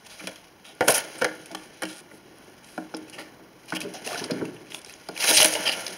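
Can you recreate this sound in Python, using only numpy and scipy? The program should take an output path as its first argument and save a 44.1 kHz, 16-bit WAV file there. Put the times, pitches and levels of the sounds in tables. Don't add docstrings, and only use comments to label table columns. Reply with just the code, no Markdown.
import sys
import numpy as np
from scipy import signal
from scipy.fft import rfft, irfft, next_fast_len
from scipy.io import wavfile

SR = 44100
rng = np.random.default_rng(int(sys.argv[2]) if len(sys.argv) > 2 else 0)


def wrap_up_sound(samples):
    columns = np.atleast_2d(samples).T
    tamed = np.clip(columns, -1, 1)
    steps = np.round(tamed * 32767).astype(np.int16)
    wavfile.write(sys.argv[1], SR, steps)


def undo_db(level):
    steps = np.asarray(level, float) / 20
    return 10 ** steps


N = 263277

# hz, level_db, t60_s
BENCH_MODES = [(131, -8.5, 0.14), (186.8, -3.5, 0.18), (260, 2, 0.085), (318.3, 2, 0.15), (401, 0.5, 0.049)]
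POT_MODES = [(430, -17, 0.093), (519, -3, 0.032), (660, -6, 0.054), (754, -4, 0.039), (876, 2.5, 0.015),
             (1095, 0.5, 0.0098), (1421, 3, 0.02), (1774, 4.5, 0.018), (1850, 3.5, 0.013),
             (2240, 1.5, 0.012), (2880, -11, 0.033), (3050, -5, 0.021)]
EMPTY_POT_MODES = [(400, -5.5, 0.049), (520, -17, 0.026), (632, -1.5, 0.025), (830, -3, 0.02),
                   (1020, -2, 0.023), (1514, 4.5, 0.0067), (1830, -19, 0.015), (2250, -10, 0.011),
                   (2850, -26, 0.02)]
BENCH_TOP_MODES = [(184, -5.5, 0.2), (394, -10, 0.05), (461.5, -2, 0.14), (614, -1, 0.059),
                   (860, 9.5, 0.012), (1076, -4, 0.074), (1130, -1.5, 0.021), (1450, 8, 0.018),
                   (1700, 1.5, 0.014), (2300, -4, 0.014), (2800, -28, 0.021)]
STACK_MODES = [(253, 1.5, 0.09), (319, -0.5, 0.037), (367, -1, 0.044), (452, 0.5, 0.055), (580, -5, 0.033),
               (620, -3, 0.037), (915, -7, 0.011), (1500, -5, 0.012)]

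# hz, level_db_per_hz
GRIT_SPECTRUM = [(1200, -11), (2000, 8), (3000, 11.5), (4500, 10), (6500, 5.5), (8000, -12.5), (10000, 8),
                 (12500, -8), (16000, -10)]
CRACK_SPECTRUM = [(1500, -5.5), (2500, 5.5), (5000, 6.5), (8000, -3.5), (10500, 4), (13000, -12),
                  (16000, -12)]
AIR_SPECTRUM = [(34, 0), (58, -1.5), (201, 6), (436, 0), (880, 1), (1250, 0), (1440, -2.5), (2200, -9.5),
                (3200, -55), (3600, -23), (5610, -13), (7980, -40), (9630, -20), (15800, -17.5)]

DIP_HZ = [1270, 1620, 3639, 4457, 7257, 8075, 10150, 11714, 14700]
# width_hz, depth_db
DIP_SHAPES = [(194, -7), (150, -2), (340, -39), (256, -34), (400, -32), (700, -42), (520, -10.5),
              (396, -26), (600, -30)]

# time_s, grit_db (rubbing speed), rumble_db (weight on bench)
PLACING = [
    (0.0, -58, -60),
    (0.23, -48, -70),
    (0.5, -61.5, -61),
    (0.8, -58, -57),
    (0.98, -33.5, -47),
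    (1.02, -45.5, -48.5),
    (1.49, -54.5, -54.5),
    (2.01, -59, -57),
    (2.16, -61, -55),
]
FETCHING = [
    (2.79, -58, -58),
    (3.0, -58, -48.5),
    (3.44, -62.5, -54),
    (3.7, -59.5, -62),
    (3.82, -55.5, -51),
    (4.1, -48, -51),
    (4.33, -51.5, -37),
    (4.639, -58, -52.5),
    (5.14, -54.5, -62),
]
SWEEPING = [
    (5.2, -37, -55),
    (5.25, -32, -58),
    (5.319, -27.5, -44),
    (5.375, -30, -112),
    (5.41, -26.5, -69),
    (5.5, -33.5, -63),
    (5.59, -39, -41),
    (5.8, -41.5, -48.5),
    (5.97, -47, -52.5),
]

# start_s, level_db, pitch_hz, pitch_db, length_s
POT_SLIDES = [(0.06, -43, 3220, -28, 0.02), (0.095, -45.5, 4900, -13, 0.079), (.195, -39, 2300, 25, 0.02),
              (0.645, -45, 3820, -2, 0.1), (0.826, -43, 10000, 14, 0.22), (0.939, -20, 10000, 14, 0.051),
              (0.943, -28, 6060, 18, 0.035), (1.18, -39.5, 9300, 13, 0.026), (1.885, -43, 4160, -11, 0.075),
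              (1.56, -55, 10000, 7, 0.15), (2.65, -53, 10700, 1, 0.24), (3.077, -50, 2800, -3, 0.027),
              (3.126, -42, 3060, -1, 0.066), (3.183, -40.5, 4870, -9, 0.052), (3.2, -51, 2300, -1, 0.12)]
# start_s, level_db, pitch_hz, pitch_db, length_s
STACK_PULLS = [(3.677, -44.5, 3020, -12, 0.089), (3.815, -41, 5000, -31, 0.042),
               (3.937, -40, 6460, -4, 0.052), (4.045, -36.5, 2680, -17, 0.13),
               (4.065, -39.5, 700, 25, 0.18), (3.94, -39, 740, 10, 0.036), (4.1, -40, 4000, -7, 0.14),
               (4.172, -33, 6100, -5, 0.047), (4.21, -44, 925, -1, 0.06), (4.7, -44.5, 3100, -7, 0.057),
               (4.73, -41.5, 10000, 6, 0.072), (4.86, -48.5, 4050, -24, 0.097)]
# start_s, level_db, pitch_hz, pitch_db, length_s
SKIDS = [
    (0.886, -18.5, 10500, 12, 0.039),
    (1.214, -30, 6150, -22, 0.0086),
    (1.86, -45, 10000, 3, 0.15),
    (2.11, -56.5, 10500, 8, 0.073),
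    (3.747, -31, 3230, -7, 0.026),
    (3.76, -32.5, 3060, 6, 0.019),
    (3.806, -36, 2600, -13, 0.017),
    (5.654, -21, 3110, 5, 0.031),
    (5.686, -19.5, 3000, 7, 0.013),
]
# start_s, level_db, pitch_hz, pitch_db, length_s
HAND_PUSHES = [
    (5.199, -27, 5200, -30, 0.024),
    (5.226, -25.5, 2560, 6, 0.036),
    (5.272, -19, 4300, -13, 0.044),
    (5.29, -19, 10500, 9, 0.03),
    (5.34, -16, 9060, 4, 0.04),
    (5.368, -10, 4160, -26, 0.019),
    (5.62, -35, 3200, -5, 0.03),
    (5.655, -26, 4950, 7, 0.06),
    (5.714, -30, 2900, -20, 0.035),
]

# start_s, peak_db, thud_db (re peak), wall_hz, crunch_s
POT_KNOCKS = [(0.205, -33, -15.5, 1370, 0.036), (0.237, -34, -9, 550, 0.0086),
              (0.272, -29, -23, 530, 0.036), (0.808, -5.5, -30, 514, 0.01), (0.8105, -13, -50, 1650, 0.005),
              (0.82, -14, -54, 555, 0.016), (0.878, -8, -60, 600, 0.01), (0.8845, -7, -50, 1500, 0.0031),
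              (0.892, -7, -55, 520, 0.014), (1.215, -11.5, -36, 502, 0.028),
              (1.2195, -10.5, -33, 1500, 0.009), (1.231, -19, -46, 520, 0.033),
              (1.2455, -10.5, -31, 1580, 0.0074), (1.255, -17.5, -24, 510, 0.012),
              (1.506, -34.5, -10, 700, 0.052), (1.548, -20, -30, 1130, 0.0079),
              (1.82, -16.5, -18.5, 1630, 0.037), (1.835, -22.5, -49, 538, 0.005),
              (2.114, -36, -38, 1900, 0.0085), (3.181, -24.5, -22, 2140, 0.056)]
# start_s, peak_db, thud_db (re peak), own_hz, crunch_s
KNUCKLE_TAPS = [
    (2.778, -17.5, -16, 700, 0.017),
    (2.94, -20.5, -14, 522, 0.0099),
    (3.396, -40.5, -14, 460, 0.0027),
    (3.723, -14.5, -23, 1550, 0.012),
    (3.727, -21, -15, 2150, 0.023),
    (5.088, -23.5, -16, 563, 0.019),
]
# start_s, peak_db, thud_db (re peak), wall_hz, crunch_s
STACK_BUMPS = [(3.832, -28, -24, 452, 0.0058), (3.847, -23, -20, 400, 0.027), (3.868, -36, -30, 330, 0.012),
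               (3.95, -32, -30, 600, 0.015), (4.062, -26, -23, 700, 0.016), (4.116, -26, -28, 650, 0.012),
               (4.145, -25.5, -30, 790, 0.01), (4.21, -24.5, -33, 435, 0.023),
               (4.246, -31.5, -28, 400, 0.0075), (4.299, -18.5, -29, 476, 0.013),
               (4.317, -15.5, -20, 281, 0.0055), (4.342, -27, -28, 317, 0.0062),
               (4.358, -25, -24, 297, 0.014), (4.373, -25.5, -30, 400, 0.0032),
               (4.397, -27, -23, 330, 0.01), (4.413, -22, -16, 1400, 0.0061),
               (4.42, -17.5, -28, 417, 0.012), (4.446, -24.5, -23, 332, 0.011),
               (4.478, -28, -15, 280, 0.013), (4.545, -36.5, -10, 400, 0.0085)]
# start_s, peak_db, thud_db (re peak), wall_hz, crunch_s
CLOD_FALLS = [
    (5.243, -14, -39, 1500, 0.022),
    (5.289, -18.5, -16, 646, 0.045),
    (5.304, -18, -35, 630, 0.018),
    (5.33, -18, -46, 620, 0.0091),
    (5.388, -21, -35, 600, 0.012),
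    (5.411, -17, -37, 632, 0.062),
    (5.424, -25, -44, 632, 0.053),
    (5.445, -16.5, -14, 616, 0.018),
    (5.53, -27, -50, 640, 0.019),
    (5.553, -17.5, -48, 640, 0.043),
]

# start_s, peak_db, pitch_hz, pitch_db
POT_CRUNCHES = [(0.272, -8.5, 3310, -4.5), (0.3586, -24.5, 3580, -5), (0.8812, 2, 10500, 16),
                (0.9044, -5, 11000, 10), (0.9804, -6, 10500, 18), (1.1544, -26, 2970, -13),
                (1.459, -24, 10400, 4), (1.515, -22, 2200, -7), (1.549, -12, 3370, -6),
                (1.8213, -14.5, 10000, 13), (1.834, -11.5, 5000, -27), (1.8536, -16, 3140, -2),
                (2.645, -31.5, 9750, -3), (2.946, -23, 5260, 10), (2.9676, -24, 10300, 5),
                (3.098, -25.5, 10200, 3), (4.244, -17.5, 9800, -1), (4.313, -16.5, 5100, 6.5),
                (4.4536, -21.5, 2700, 0), (4.565, -35.5, 2700, 9), (4.39, -30, 2360, 6)]
# start_s, peak_db
GRAIN_DROPS = [(0.7507, -44), (1.353, -39), (1.719, -58), (2.2288, -60), (2.385, -43.5), (2.4453, -51),
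               (2.4982, -49), (2.579, -56.5), (3.6584, -42), (4.3909, -56), (4.546, -44), (4.7902, -37),
               (4.9247, -39), (5.806, -28)]
# start_s, peak_db, pitch_hz, pitch_db
GRAIN_SNAPS = [(0.8745, -20, 10000, 0), (0.8845, -2, 7000, 1), (0.9447, -15, 6050, 4),
               (1.2447, -6.5, 7000, -14), (1.25, -11, 2040, 2.5), (1.29, -45, 6000, 0),
               (1.316, -49, 6140, 5), (3.6843, -31.5, 3330, -10), (3.7033, -22, 10500, -16),
               (3.7385, -25, 10000, -5), (3.8046, -16.5, 10800, 3), (3.8101, -21, 9900, -7),
               (3.815, -20, 2630, 1), (3.9378, -26, 9500, 13), (4.0645, -20, 9800, 17),
               (4.0745, -12.5, 2750, 0), (4.108, -23, 1410, 10), (4.1306, -16, 1180, 3),
               (4.146, -17.5, 2250, 4), (4.157, -20, 1500, 11), (4.176, -20, 5550, -9),
               (4.195, -18, 1760, 2.5), (4.2404, -15, 5270, 5), (4.3092, -14, 4940, -8),
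               (4.6678, -37, 2640, 0), (4.7202, -23.5, 3300, 7), (4.7456, -15.5, 3590, 1.5),
               (4.8165, -31, 9510, -2), (4.8474, -22.5, 9800, -5), (4.861, -30, 9500, 0),
               (4.8958, -26, 2580, -2), (4.905, -29, 2700, 0), (4.938, -30, 6500, 7),
               (5.3735, -21, 2390, 15), (5.4455, 4.5, 10000, 12), (5.5377, -8.5, 9700, 3),
               (5.717, -13.5, 4800, 4), (5.726, -14, 2900, 2), (5.743, -29, 2920, 5)]
# start_s, peak_db, pitch_hz, pitch_db
SWEPT_CRUNCHES = [(5.087, -20, 5200, -9), (5.1644, -25.5, 2880, 15), (5.176, -15.5, 2360, -1),
                  (5.2035, -17.5, 5650, 15), (5.224, -11.5, 2340, -14), (5.254, -11, 3130, -22),
                  (5.277, -19, 2910, -17), (5.3098, -2.5, 6500, -18), (5.3425, -10, 9150, 8),
                  (5.369, -8, 9100, -1), (5.381, -1.5, 4020, 30), (5.3901, -2.5, 4300, 28),
                  (5.402, -2, 3080, 15), (5.4147, -0.5, 2800, -18), (5.421, -2.5, 3030, 26),
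                  (5.4283, 1.5, 10800, 5), (5.449, 1.5, 10200, -22), (5.457, 0.5, 10000, 29),
                  (5.4826, -9, 10000, 26), (5.552, -16, 2860, 8), (5.6925, -23, 4740, 0),
                  (5.734, -17.5, 2880, 19), (5.8654, -14, 6100, -3), (5.879, -17.5, 5000, -14)]


def rms_one(x):
    return x / np.sqrt(np.mean(x ** 2) + 1e-20)


def head_one(x):
    return x / np.sqrt(np.mean(x[:900] ** 2))


def butter(x, order, hz, kind):
    return signal.sosfilt(signal.butter(order, hz, kind, fs=SR, output="sos"), x)


def colour(x, spectrum):
    hz = np.maximum(np.fft.rfftfreq(x.shape[-1], 1 / SR), 1)
    points = np.array(spectrum)
    gain = undo_db(np.interp(np.log(hz), np.log(points[:, 0]), points[:, 1], left=-22))
    return rms_one(irfft(rfft(x) * gain, x.shape[-1]))


def drift(rate_hz):
    r = np.exp(-2 * np.pi * rate_hz / SR)
    wander = signal.lfilter([1], [1, -2 * r, r * r], rng.standard_normal(N + SR))
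    return rms_one(wander[SR:])


def ring(clicks, hz, t60_s):
    r, w = undo_db(-60 / (t60_s * SR)), 2 * np.pi * hz / SR
    return signal.lfilter([0, np.sin(w)], [1, -2 * r * np.cos(w), r * r], clicks + 1e-18)


def body(clicks, modes, damp=1):
    return sum((-1) ** k * undo_db(db) * ring(clicks, hz, t60_s * damp)
               for k, (hz, db, t60_s) in enumerate(modes))


def grains(shape, per_s, spread_db):
    sizes = undo_db(spread_db * np.minimum(rng.exponential(1, shape), 4))
    signs = rng.choice([-1, 1], shape)
    return sizes * signs * (rng.random(shape) < per_s / SR)


def burst(clicks, length_s, first, rise_s):
    t = np.arange(len(clicks)) / SR
    fading = clicks * (1 - np.exp(-t / rise_s)) * np.exp(-3 * t / np.clip(length_s, .002, .12))
    fading[0] += first
    return np.roll(fading, 64)


def add(out, start_s, x):
    at = round(start_s * SR) - 64
    out[at:at + len(x)] += x[:N - at]


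def air():
    level_db = -55 + drift(2.0)
    return undo_db(level_db) * colour(rng.standard_normal(N), AIR_SPECTRUM)


def rubbing():
    time_s, *columns = np.transpose(PLACING + FETCHING + SWEEPING)
    grit_db, rumble_db = [np.interp(np.arange(N) / SR, time_s, c) for c in columns]
    speed_db, weight_db = grit_db + 50, rumble_db + 55
    dust_db = -51 + 1.36 * speed_db
    wall_db = -49 + 0.94 * speed_db + 0.39 * weight_db
    specks_db = dust_db - 24

    clump = undo_db(2.0 * drift(45))
    crushed = grains(N, 9000 * clump, 1.04) * clump ** .5
    pitches_hz = np.geomspace(1300, 15500, 22)
    dealt = rng.integers(0, 22, N)
    rings = sum(ring(crushed * (dealt == k), hz, 3.0 / hz) for k, hz in enumerate(pitches_hz))
    mixed = colour(rings, GRIT_SPECTRUM)
    dust = butter(mixed, 4, 7700, "high")
    grit = butter(mixed, 4, 7700, "low")
    specks = colour(grains(N, 49 * clump, 4.1), CRACK_SPECTRUM)
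    wall = body(grains(N, 1500 * clump, 1.0), POT_MODES, damp=0.8)
    shaking = grains(N, 500, 2.45) * undo_db(2.4 * drift(24))
    rumble = body(shaking, BENCH_MODES, damp=0.16)

    levels_db = (grit_db, dust_db, specks_db, wall_db, rumble_db + 1.5)
    layers = (grit, dust, specks, wall, rumble)
    return sum(undo_db(db) * rms_one(layer) for db, layer in zip(levels_db, layers))


def glasshouse(x):
    t60_s, cut_hz = 0.47, 4400
    size = next_fast_len(N + SR)
    turn = np.exp(-2j * np.pi * np.fft.rfftfreq(size))
    dull = np.exp(-2 * np.pi * cut_hz / SR)
    lowpass = (1 - dull) / (1 - dull * turn)
    lags = (rng.uniform(.009, .04, 10) * SR).astype(int)
    echo = 0
    for k, lag in enumerate(lags):
        loop = undo_db(-60 * lag / SR / t60_s) * lowpass * turn ** lag
        echo = echo + (-1) ** k * loop / (1 - loop)
    return irfft(rfft(x, size) * echo, size)[:N]


def slides(table, struck, wall_db, per_s, spread_db, lean, edge):
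    out = np.zeros(N)
    clicks = grains((len(table), 10240), per_s, spread_db)
    t = (np.arange(10240) - 64) / SR
    for (start_s, level_db, pitch_hz, pitch_db, length_s), row in zip(table, clicks):
        arch = np.sin(np.pi * np.clip(t / length_s, 0, 1) ** lean).clip(1e-9)
        swell = arch ** edge * (t > 0) * (t < length_s)
        push = row * swell
        pitched = rms_one(ring(push, pitch_hz, 19.6 / pitch_hz))
        grit = rms_one(colour(push, CRACK_SPECTRUM) + undo_db(pitch_db) * pitched)
        wall = rms_one(body(push, struck, damp=0.98))
        sound = grit + undo_db(wall_db - 0.2 * level_db) * wall
        add(out, start_s, undo_db(level_db) * sound * np.sqrt(np.mean(swell ** 2)))
    return out


def knocks(table, struck, crack_db, spread_db, first, rise_s, blunt_db):
    out = np.zeros(N)
    clicks = grains((len(table), 8192), 6000, 0.93)
    luck = rng.normal(0, 1, (len(table), len(struck)))
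    for (start_s, peak_db, thud_db, own_hz, crunch_s), row, chance in zip(table, clicks, luck):
        push = burst(row, crunch_s, first, rise_s)
        modes = []
        for (hz, db, t60_s), c in zip(struck, chance):
            octaves_above = max(np.log2(hz / own_hz), 0)
            modes.append((hz, db + spread_db * c - blunt_db * octaves_above, t60_s))
        modes.append((own_hz, 7.5, 22 / own_hz))
        wall = body(signal.lfilter([.4], [1, -.3], push), modes)
        thud = body(signal.lfilter([.1], [1, -.9], push), BENCH_MODES[1:])
        crack = colour(push, CRACK_SPECTRUM)
        hit = undo_db(crack_db) * head_one(crack) + undo_db(thud_db) * head_one(thud)
        add(out, start_s, undo_db(peak_db) * (hit + 0.94 * wall / np.abs(wall).max()))
    return out


def crunches(table, length_s, first, rise_s):
    out = np.zeros(N)
    clicks = grains((len(table), 6144), 12000, 2.5)
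    for (start_s, peak_db, pitch_hz, pitch_db), row in zip(table, clicks):
        push = burst(row, length_s, first, rise_s)
        pitched = head_one(ring(push, pitch_hz, 30 / pitch_hz))
        crack = head_one(colour(push, CRACK_SPECTRUM)) + undo_db(pitch_db) * pitched
        wall_db = -29.5 + 0.14 * peak_db
        wall = undo_db(wall_db) * head_one(body(push, POT_MODES, damp=0.41))
        add(out, start_s, undo_db(peak_db) * (0.83 * crack / np.abs(crack).max() + wall))
    return out


def scene():
    bench = rubbing()
    bench += slides(POT_SLIDES, POT_MODES, wall_db=-15.5, per_s=8000, spread_db=4.5, lean=0.4, edge=0.77)
    bench += knocks(POT_KNOCKS, POT_MODES, crack_db=-29.0, spread_db=1.5, first=1.87, rise_s=0.0026,
                    blunt_db=1.5)
    bench += crunches(POT_CRUNCHES, length_s=0.015, first=5.74, rise_s=0.000069)
    drops = [(start_s, peak_db + 6, 10000, 15) for start_s, peak_db in GRAIN_DROPS]
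    bench += crunches(drops, length_s=0.0038, first=1.8, rise_s=0.00024)
    bench += crunches(GRAIN_SNAPS, length_s=0.0043, first=1.87, rise_s=0.00023)
    bench += slides(SKIDS, POT_MODES, wall_db=-16, per_s=7200, spread_db=6.0, lean=1.3, edge=0.16)
    bench += knocks(KNUCKLE_TAPS, BENCH_TOP_MODES, crack_db=-34.5, spread_db=2.5, first=2.8, rise_s=0.0016,
                    blunt_db=0.0)
    bench += slides(STACK_PULLS, EMPTY_POT_MODES, wall_db=-17.5, per_s=10000, spread_db=4.5, lean=0.45,
                    edge=0.82)
    bench += knocks(STACK_BUMPS, STACK_MODES, crack_db=-38, spread_db=4.0, first=1.27, rise_s=0.0018,
                    blunt_db=0.5)
    bench += crunches(SWEPT_CRUNCHES, length_s=0.0047, first=0.59, rise_s=0.0018)
    bench += slides(HAND_PUSHES, EMPTY_POT_MODES, wall_db=-38, per_s=9000, spread_db=4.0, lean=0.53,
                    edge=0.66)
    bench += knocks(CLOD_FALLS, EMPTY_POT_MODES, crack_db=-14.0, spread_db=-3.0, first=4.2, rise_s=0.0029,
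                    blunt_db=5.5)
    bench = butter(bench, 4, 125, "high")
    return (bench + undo_db(-20) * glasshouse(bench) + air())[None]


def roll_off(x):
    return signal.sosfilt(signal.butter(12, 16500, fs=SR, output="sos"), x)


def record(dry):
    for hz, (width_hz, depth_db) in zip(DIP_HZ, DIP_SHAPES):
        c = -2 * np.cos(2 * np.pi * hz / SR)
        a = np.tan(np.pi * width_hz / SR)
        g = undo_db(depth_db)
        dry = signal.lfilter([1 + a * g, c, 1 - a * g], [1 + a, c, 1 - a], dry)
    overloaded = 1.04 * np.tanh(dry / 1.04)
    band_limit = signal.ellip(14, .5, 45, 15740, fs=SR, output="sos")
    mix = signal.sosfilt(band_limit, overloaded)
    return roll_off(mix)


dry = scene()
out = record(dry)
wrap_up_sound(out)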